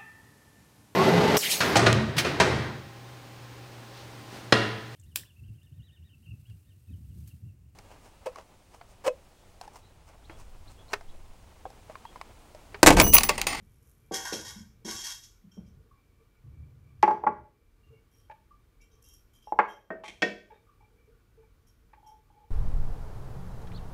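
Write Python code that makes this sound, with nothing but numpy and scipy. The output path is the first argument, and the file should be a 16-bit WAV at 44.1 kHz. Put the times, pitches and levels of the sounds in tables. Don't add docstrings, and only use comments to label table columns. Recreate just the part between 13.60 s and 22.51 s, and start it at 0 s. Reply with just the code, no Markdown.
import sys
import numpy as np
from scipy import signal
from scipy.fft import rfft, irfft, next_fast_len
from scipy.io import wavfile
from scipy.ndimage import uniform_filter1d, minimum_filter1d

SR = 44100
rng = np.random.default_rng(int(sys.argv[2]) if len(sys.argv) > 2 else 0)


def put_to_file(sound):
    columns = np.atleast_2d(sound).T
    safe = np.clip(columns, -1, 1)
    whole_steps = np.round(safe * 32767)
    wavfile.write(sys.argv[1], SR, whole_steps.astype(np.int16))


N = 392739
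TIME = np.arange(N) / SR
RING_TIME = TIME[:SR // 2]

# pitch_hz, level_db, t60_s
BOARD_MODES = [(852, 0, .095), (770, -15, .06), (945, -7, .08), (1125, -5, .08), (1250, -11, .08),
               (1410, -18, .08), (1585, -12, .07), (1660, -17, .08), (1860, -17, .05), (2080, -18, .06),
               (2270, -19, .07), (3040, -26, .06)]
# pitch_hz, width_hz, level_db
BOARD_HUM_PEAKS = [(848.5, 57, 3.5), (2235, 82, -12), (3160, 170, -12)]


def from_db(db):
    return np.exp(np.asarray(db) * np.log(10) / 20)


def rms_one(x):
    return x / np.sqrt(np.mean(x ** 2) + 1e-20)


def peak_one(x):
    return x / np.max(np.abs(x))


def at_hz(points, hz):
    freqs, values = np.transpose(points)
    return np.interp(np.log(hz + 1e-9), np.log(freqs), values)


def butter(x, order, hz, kind="low"):
    return signal.sosfilt(signal.butter(order, hz, kind, fs=SR, output="sos"), x)


def colour(x, spectrum):
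    size = next_fast_len(len(x))
    hz = np.arange(size // 2 + 1) * SR / size + 1e-3
    ends = np.minimum(1, np.minimum(hz / spectrum[0][0], spectrum[-1][0] / hz)) ** 5
    return rms_one(irfft(rfft(x, size) * from_db(at_hz(spectrum, hz)) * ends, size)[:len(x)])


def resonate(x, peaks, passes=2):
    for _ in range(passes):
        x = rms_one(sum(from_db(db) * signal.lfilter(*signal.iirpeak(hz, hz / width, fs=SR), x)
                        for hz, width, db in peaks))
    return x


def wander(per_s):
    knots = np.minimum(rng.standard_normal(400), 1.8)
    return np.interp(TIME * per_s, np.arange(len(knots)), knots)


def moving_contact(x, peaks, wander_db):
    out = np.zeros(N)
    for hz, width, db in peaks:
        section = np.concatenate(signal.iirpeak(hz, hz / width, fs=SR))
        band = rms_one(signal.sosfilt([section, section], x))
        out += from_db(db + wander_db * wander(per_s=18)) * band
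    return rms_one(out)


def friction(per_s, spread_db):
    sizes = from_db(spread_db * np.minimum(rng.exponential(1, N), 4)) * rng.standard_normal(N)
    return sizes * (rng.random(N) < per_s / SR)


def strokes(rows, attack_s=0.0078, release_db_per_s=450.5, level_column=2):
    power = np.zeros(N)
    for row in rows:
        start_s, length_s = row[:2]
        first = int(start_s * SR)
        t = TIME[:N - first][:2 * SR]
        fall_db = release_db_per_s * np.maximum(t - length_s, 0)
        gain = from_db(row[level_column] - fall_db) * np.minimum(t / attack_s, 1)
        power[first:first + len(t)] += gain ** 2
    return np.sqrt(power)


def rubbed(rows, peaks, level_column=2):
    return strokes(rows, level_column=level_column) * resonate(rng.standard_normal(N), peaks)


def dying(t60):
    return np.exp(-np.log(1000) * RING_TIME / t60)


def ringing(modes, ring_factor, vary_db):
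    rows = []
    for k, (hz, db, t60) in enumerate(modes):
        strength = (-1) ** k * from_db(db + vary_db * rng.standard_normal())
        rows.append(strength * np.sin(2 * np.pi * hz * RING_TIME) * dying(t60 * ring_factor))
    return rows


def burst(spectrum, t60):
    return colour(rng.standard_normal(len(RING_TIME)), spectrum) * dying(t60)


def high_modes(x, low_hz, high_hz, t60, count):
    pitches = rng.uniform(low_hz, high_hz, (count, 1))
    phases = rng.uniform(0, 2 * np.pi, (count, 1))
    response = np.sin(2 * np.pi * pitches * RING_TIME + phases).sum(axis=0) * dying(t60)
    return rms_one(signal.fftconvolve(x, response[:SR // 5])[:N])


def noise_floor():
    # frequency_hz, level_db
    spectrum = [(24, -4), (40, 5), (75, -1.5), (115, -2.5), (150, -13), (350, -16), (700, -28),
                (1100, -26.5), (2000, -30.5), (3500, -34.5), (8000, -39.5), (15500, -38.5)]
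    # pitch_hz, width_hz, level_db
    tones = [(450, 50, -83), (1160, 110, -88), (1450, 160, -91), (2320, 130, -89)]
    floor = from_db(-62.5) * colour(rng.standard_normal(N), spectrum)
    for hz, width, db in tones:
        floor += from_db(db + 7 * wander(per_s=13)) * resonate(rng.standard_normal(N), [(hz, width, 0)])
    return floor


def kitchen(x, wet_db, build_s):
    # frequency_hz, t60_s
    decay = [(150, 0.37), (500, 0.44), (1200, 0.28), (3000, 0.42), (7000, 0.35), (14000, 0.63)]
    white = rfft(rng.standard_normal(len(RING_TIME)))
    hz = np.arange(len(white)) * SR / len(RING_TIME)
    tail = np.zeros(len(RING_TIME))
    for low_hz in 90 * 2.0 ** np.arange(8):
        octave = irfft(white * (hz >= low_hz) * (hz < 2 * low_hz), len(tail))
        tail += octave * dying(at_hz(decay, low_hz * np.sqrt(2)))
    tail *= (1 - np.exp(-RING_TIME / build_s)) ** 2
    return x + from_db(wet_db) * signal.fftconvolve(x, tail / np.sqrt(np.sum(tail ** 2)))[:N]


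def shift_rumble():
    # start_s, length_s, level_db
    shifts = [(0, 1.44, -62), (.72, 0.32, -57), (1.97, 0.24, -53.5), (2.835, 0.25, -48),
              (3.06, 0.58, -53.5), (3.5, 0.34, -53.5), (4.255, .11, -57.5)]
    return rubbed(shifts, [(76, 28, 0), (110, 34, 0)])


def finger_squeaks():
    # start_s, length_s, level_db, pitch_hz
    squeaks = [(2.309, 0.026, -62.5, 1120), (4.23, .14, -77, 2785), (4.331, .05, -74.5, 2230),
               (4.907, 0.026, -62.5, 1170), (5.2, 0.042, -67.5, 2310), (6.92, 0.037, -76, 3680),
               (7.067, 0.044, -64, 1176), (7.2, .05, -73, 2330), (7.38, 0.041, -74, 2324)]
    slips = rng.standard_normal(N)
    return sum(strokes([stroke]) * resonate(slips, [(hz, 69, 0)]) for *stroke, hz in squeaks)


def flour_dusting():
    # start_s, length_s, patter_db, scuff_db
    dustings = [(.02, 0.45, -79, -93), (.22, .09, -72.5, -83), (.535, 0.014, -44, -63),
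                (1.91, 0.058, -82, -66.5), (2.06, 0.025, -86, -69), (4.51, 0.13, -78.5, -80.5),
                (5.21, 0.013, -79, -59), (5.31, .05, -88, -73.5), (5.42, 0.13, -68, -62.5),
                (5.73, .04, -74, -69.5), (5.82, .08, -80, -71), (6.075, .06, -83, -56.5),
                (8.065, .02, -70.5, -72), (8.46, 0.036, -75, -67)]
    # pitch_hz, width_hz, level_db
    peaks = [(2758, 92, -9), (3176, 120, 2.5), (3790, 65, -14.5), (5000, 60, -9), (5590, 170, 4),
             (5830, 140, -3.5), (6180, 130, -3), (6700, 70, -9), (7450, 140, -8.5), (8620, 180, -17),
             (10900, 300, -12.5), (11880, 400, -11)]
    # frequency_hz, level_db
    spectrum = [(2500, -24.5), (3320, -11.5), (4500, -24), (5530, 1.5), (8090, 0.5), (11900, 8),
                (15500, -12)]
    scuff = moving_contact(friction(per_s=2500, spread_db=2.5), peaks, wander_db=6)
    patter = colour(friction(per_s=1200, spread_db=3.5), spectrum)
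    return strokes(dustings) * patter + strokes(dustings, level_column=3) * scuff


def dough_presses():
    # start_s, length_s, creak_db, hum_db
    presses = [(4.305, 0.033, -57.5, -85), (6.91, 0.054, -57.5, -67), (7.205, 0.024, -79.5, -60),
               (7.33, 0.095, -69, -88), (7.475, 0.018, -59, -91), (7.77, 0.03, -59, -78.5)]
    return rubbed(presses, [(452, 39, 0)]) + rubbed(presses, BOARD_HUM_PEAKS, level_column=3)


def dough_tumbles():
    # start_s, length_s, level_db
    tumbles = [(.015, 0.019, -61), (.955, .055, -48), (1.245, 0.038, -45), (1.835, 0.039, -50.5),
               (1.968, 0.022, -43), (2.03, 0.017, -66.5)]
    return rubbed(tumbles, [(191.4, 32, 4.5), (218.4, 6.7, -2), (310, 180, -23.5)])


def pin_rolls():
    # start_s, length_s, level_db
    rolls = [(8.345, 0.052, -62.5), (8.44, 0.085, -55), (8.705, 0.14, -64.5)]
    return rubbed(rolls, BOARD_HUM_PEAKS)


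def board_scuffs():
    # start_s, length_s, level_db
    scuffs = [(4.696, 0.0082, -45), (6.9, 0.039, -54), (7.828, 0.011, -70.5), (8.331, 0.009, -55)]
    # pitch_hz, width_hz, level_db
    peaks = [(603.5, 210, -1), (870, 67, 8.5), (1190, 250, -6.5), (1630, 370, -2.5), (2260, 150, -4),
             (3700, 120, -23)]
    wood = resonate(friction(per_s=1000, spread_db=1.5), peaks)
    return strokes(scuffs, attack_s=0.0054, release_db_per_s=425.5) * wood


def pin_skids():
    # start_s, length_s, level_db
    skids = [(6.438, .025, -46), (6.478, 0.0071, -38.5)]
    # pitch_hz, width_hz, level_db
    peaks = [(900, 220, -1.5), (2260, 250, 6), (3100, 170, 2), (5470, 650, -12.5), (7750, 790, -22)]
    grit = butter(friction(per_s=3000, spread_db=2.0), 2, 8000)
    return strokes(skids, attack_s=0.0026, release_db_per_s=504.5) * resonate(grit, peaks, passes=1)


def bowl_sweeps():
    # start_s, length_s, hiss_db, drag_db
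    sweeps = [(.516, 0.3, -45, -46), (.534, 0.028, -32.5, -44), (.647, .035, -40, -38),
              (.724, 0.013, -34.5, -44), (.845, 0.061, -43, -47), (.93, 0.083, -59.5, -59.5),
              (1.246, 0.23, -41.5, -52), (1.275, 0.054, -39.5, -43.5), (1.435, 0.078, -37.5, -48),
              (1.625, 0.024, -52, -87)]
    # frequency_hz, level_db
    hiss_colour = [(1470, -11.5), (2150, -9), (2650, -12.5), (3000, -10), (3250, -2), (3550, -7),
                   (3800, -8), (4750, -6.5), (5440, 3), (8940, -13.5), (12000, -13), (15500, -37)]
    drag_colour = [(240, -85), (400, -38), (509, -4), (1010, 18), (1280, -33), (1470, 14), (1660, 15),
                   (2900, -21.5), (3770, -45.5), (6380, -120)]
    # pitch_hz, width_hz, level_db
    hiss_peaks = [(3260, 150, -6), (3790, 90, -7), (5020, 70, -7), (5440, 350, 0), (5840, 80, -2),
                  (6410, 50, -3), (6940, 55, -8), (7490, 99, -9)]
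    drag_peaks = [(1125, 32, -1), (930, 150, -3), (1460, 70, -4), (1565, 30, -2), (1860, 50, -5),
                  (2170, 150, -4)]
    fine, rim, coarse, wall = (friction(per_s, spread_db=2.3) for per_s in (4000, 3000, 1200, 1200))
    steel = colour(high_modes(fine, 2518, 15000, t60=0.05, count=110), hiss_colour)
    sing = moving_contact(rim, hiss_peaks, wander_db=5.5)
    groan = moving_contact(wall, drag_peaks, wander_db=5.5)
    hiss = from_db(-4.5) * colour(fine, hiss_colour) + from_db(-7) * steel + from_db(-9) * sing
    drag = from_db(-8) * colour(coarse, drag_colour) + from_db(-4) * groan
    swell = dict(attack_s=0.0073, release_db_per_s=280)
    return strokes(sweeps, **swell) * hiss + strokes(sweeps, **swell, level_column=3) * drag


def blows(rows, modes, counter_db, grit_db, grit_db_per_octave, clatter_db, clatter_t60, grit_t60,
          thud_db, low_cut_hz):
    # pitch_hz, level_db, t60_s
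    counter_modes = [(207, -1, .22), (305, -7, .14), (349, 1, .2), (413, -5, .22), (474, -5, .17),
                     (583, -5, .2), (612, -9, .2), (722, -8, .2)]
    # frequency_hz, level_db
    clatter_colour = [(150, -19.5), (400, -2.5), (1000, -8.5), (2200, 1.5), (3500, -8), (6000, -10.5),
                      (12000, -12)]
    thud_colour = [(120, -9.5), (160, -4), (205, 3.5), (260, -5), (400, 2), (700, -11), (1100, -15.5)]
    grit_colour = [(800, -10), (2500, -2), (5800, -1.5), (8000, -17), (12000, -18.5), (15500, -28)]
    ring, counter_and_grit = np.zeros((2, N + len(RING_TIME)))
    for start_s, db, contact_hz, overtones_db, ring_factor in rows:
        span = slice(round(start_s * SR), round(start_s * SR) + len(RING_TIME))
        main, *overtones = ringing(modes, ring_factor, vary_db=1.5)
        clatter = from_db(clatter_db) * burst(clatter_colour, clatter_t60)
        body = main + from_db(overtones_db) * (sum(overtones) + clatter)
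        body = butter(body, 4, contact_hz)
        body = butter(body, 2, low_cut_hz, "high")
        ring[span] *= dying(0.1)
        ring[span] += from_db(db) * peak_one(body)
        counter = sum(ringing(counter_modes, ring_factor=1, vary_db=4.5))
        counter += from_db(thud_db) * burst(thud_colour, t60=0.23)
        counter = butter(counter, 2, [170, 1100], "band")
        counter_and_grit[span] += from_db(db + counter_db) * peak_one(counter)
        tick_db = db + grit_db + grit_db_per_octave * np.log2(contact_hz / 2000)
        counter_and_grit[span] += from_db(tick_db) * peak_one(burst(grit_colour, grit_t60))
    return (ring + counter_and_grit)[:N]


def bowl_blows():
    # start_s, level_db, contact_hz, overtones_db, ring_factor
    landings = [(.511, -27, 960, 12, 1), (.724, -31, 2500, 10, 0.53), (.732, -35, 5370, 11, 0.17),
                (1.250, -42.5, 1200, -21, 0.65), (1.272, -39, 1490, -6, 0.85), (1.970, -48.5, 360, 8, 1),
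                (2.075, -75, 450, 5, 1), (2.16, -74, 350, 9, 0.88)]
    # pitch_hz, level_db, t60_s
    modes = [(338, 7, 0.28), (241, -10, 0.076), (456, 13.5, 0.056), (633, -41, 0.48), (774, 2, 0.45),
             (1135, -4, .6), (1580, -1.5, 0.3), (1745, -15.5, 0.19), (3260, 0.5, 0.2), (5440, -6, 0.13)]
    return blows(landings, modes, counter_db=1, grit_db=-14.5, grit_db_per_octave=16,
                 clatter_db=-1, clatter_t60=0.033, grit_t60=0.08, thud_db=12, low_cut_hz=154)


def pin_knocks():
    # start_s, level_db, contact_hz, overtones_db, ring_factor
    knocks = [(6.304, -21.5, 1180, -5.5, 1.3), (6.480, -41, 6250, 9.5, 0.63),
              (6.6205, -14, 5800, 8.5, 1.75), (6.627, -13, 5130, -6, 0.92)]
    # pitch_hz, level_db, t60_s
    modes = [(1852, 0, .1), (645, -12, .24), (1552, -8, .12), (2085, -17, .1), (2272, -12, .11),
             (2605, -9, .1), (3015, -16, .11), (3290, -12, .06), (3390, -13, .06), (3790, -21, .08),
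             (4250, -21, .1), (4980, -21, .08), (5400, -17, .06), (5830, -17, .05), (6790, -21, .08)]
    return blows(knocks, modes, counter_db=-5, grit_db=-34.5, grit_db_per_octave=7,
                 clatter_db=-7, clatter_t60=0.1353, grit_t60=0.15, thud_db=-2, low_cut_hz=370.3)


def board_knocks():
    # start_s, level_db, contact_hz, overtones_db, ring_factor
    knocks = [(5.872, -37, 746, -6, 1.6), (5.922, -16, 756, -7.5, .55), (5.989, 3, 1467, -3.5, 0.48),
              (6.437, -30.5, 2950, -3, 1.7), (8.333, -48.5, 2230, 2, 0.94), (8.429, -52, 900, -19, 1.8),
              (8.701, -55.5, 900, -8, 1.3)]
    return blows(knocks, BOARD_MODES, counter_db=-22, grit_db=-29.5, grit_db_per_octave=19.5,
                 clatter_db=-1.5, clatter_t60=0.08, grit_t60=0.031, thud_db=-13.5, low_cut_hz=483.4)


def board_landing():
    # start_s, level_db, contact_hz, overtones_db, ring_factor
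    contacts = [(3.4268, -28.5, 5000, -2, .5), (3.4297, 0, 2200, -12.5, 0.84),
                (3.4778, -6, 1800, -13.5, 1.9), (3.509, -8.5, 1600, -14.5, 1.34),
                (3.546, -31, 1310, 4, 1.0), (3.572, -32.5, 1200, 8, 1.0), (3.637, -16, 900, 1, 0.59),
                (3.666, -10.5, 1366, -3.5, 0.78), (3.6695, -5.5, 1250, -1.5, 1),
                (3.730, -50, 900, 3.5, 1.05)]
    return blows(contacts, BOARD_MODES, counter_db=-14, grit_db=-29, grit_db_per_octave=23,
                 clatter_db=-4.5, clatter_t60=0.088, grit_t60=0.04, thud_db=-1, low_cut_hz=545)


def scene():
    board = board_landing() + board_knocks() + board_scuffs()
    pin = pin_knocks() + pin_skids()
    bowl = bowl_blows() + bowl_sweeps()
    handwork = dough_tumbles() + shift_rumble() + pin_rolls() + dough_presses()
    handwork += flour_dusting() + finger_squeaks()
    near = kitchen(board, wet_db=-10.5, build_s=0.013)
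    near += kitchen(pin, wet_db=-6.5, build_s=0.0087)
    near += kitchen(bowl + handwork, wet_db=-6.5, build_s=0.0089)
    return (near + noise_floor())[None]


def hold(cut_db, release_db_per_s):
    return np.maximum.accumulate(cut_db + release_db_per_s * TIME) - release_db_per_s * TIME


def gain_control(x, threshold_db, slope, attack_s, release_db_per_s):
    level_db = 10 * np.log10(np.abs(uniform_filter1d(x ** 2, size=441)) + 1e-12)
    cut_db = hold(slope * np.maximum(level_db - threshold_db, 0), release_db_per_s)
    lag = np.exp(-1 / (attack_s * SR))
    return x * from_db(-signal.lfilter([1 - lag], [1, -lag], cut_db))


def limiter(x, ceiling_db, release_db_per_s):
    over_db = np.maximum(20 * np.log10(np.abs(x) + 1e-9) - ceiling_db, 0)
    gain_db = minimum_filter1d(-hold(over_db, release_db_per_s), size=41)
    return x * from_db(uniform_filter1d(gain_db, size=41))


def record(dry):
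    ridden = gain_control(dry[0], threshold_db=-28, slope=0.31, attack_s=0.029, release_db_per_s=9.5)
    limited = limiter(ridden, ceiling_db=-6, release_db_per_s=600)
    top_cut = signal.ellip(10, 0.1, 80, 15500, fs=SR, output="sos")
    return signal.sosfilt(top_cut, limited)[None]


dry = scene()
out = record(dry)
put_to_file(out)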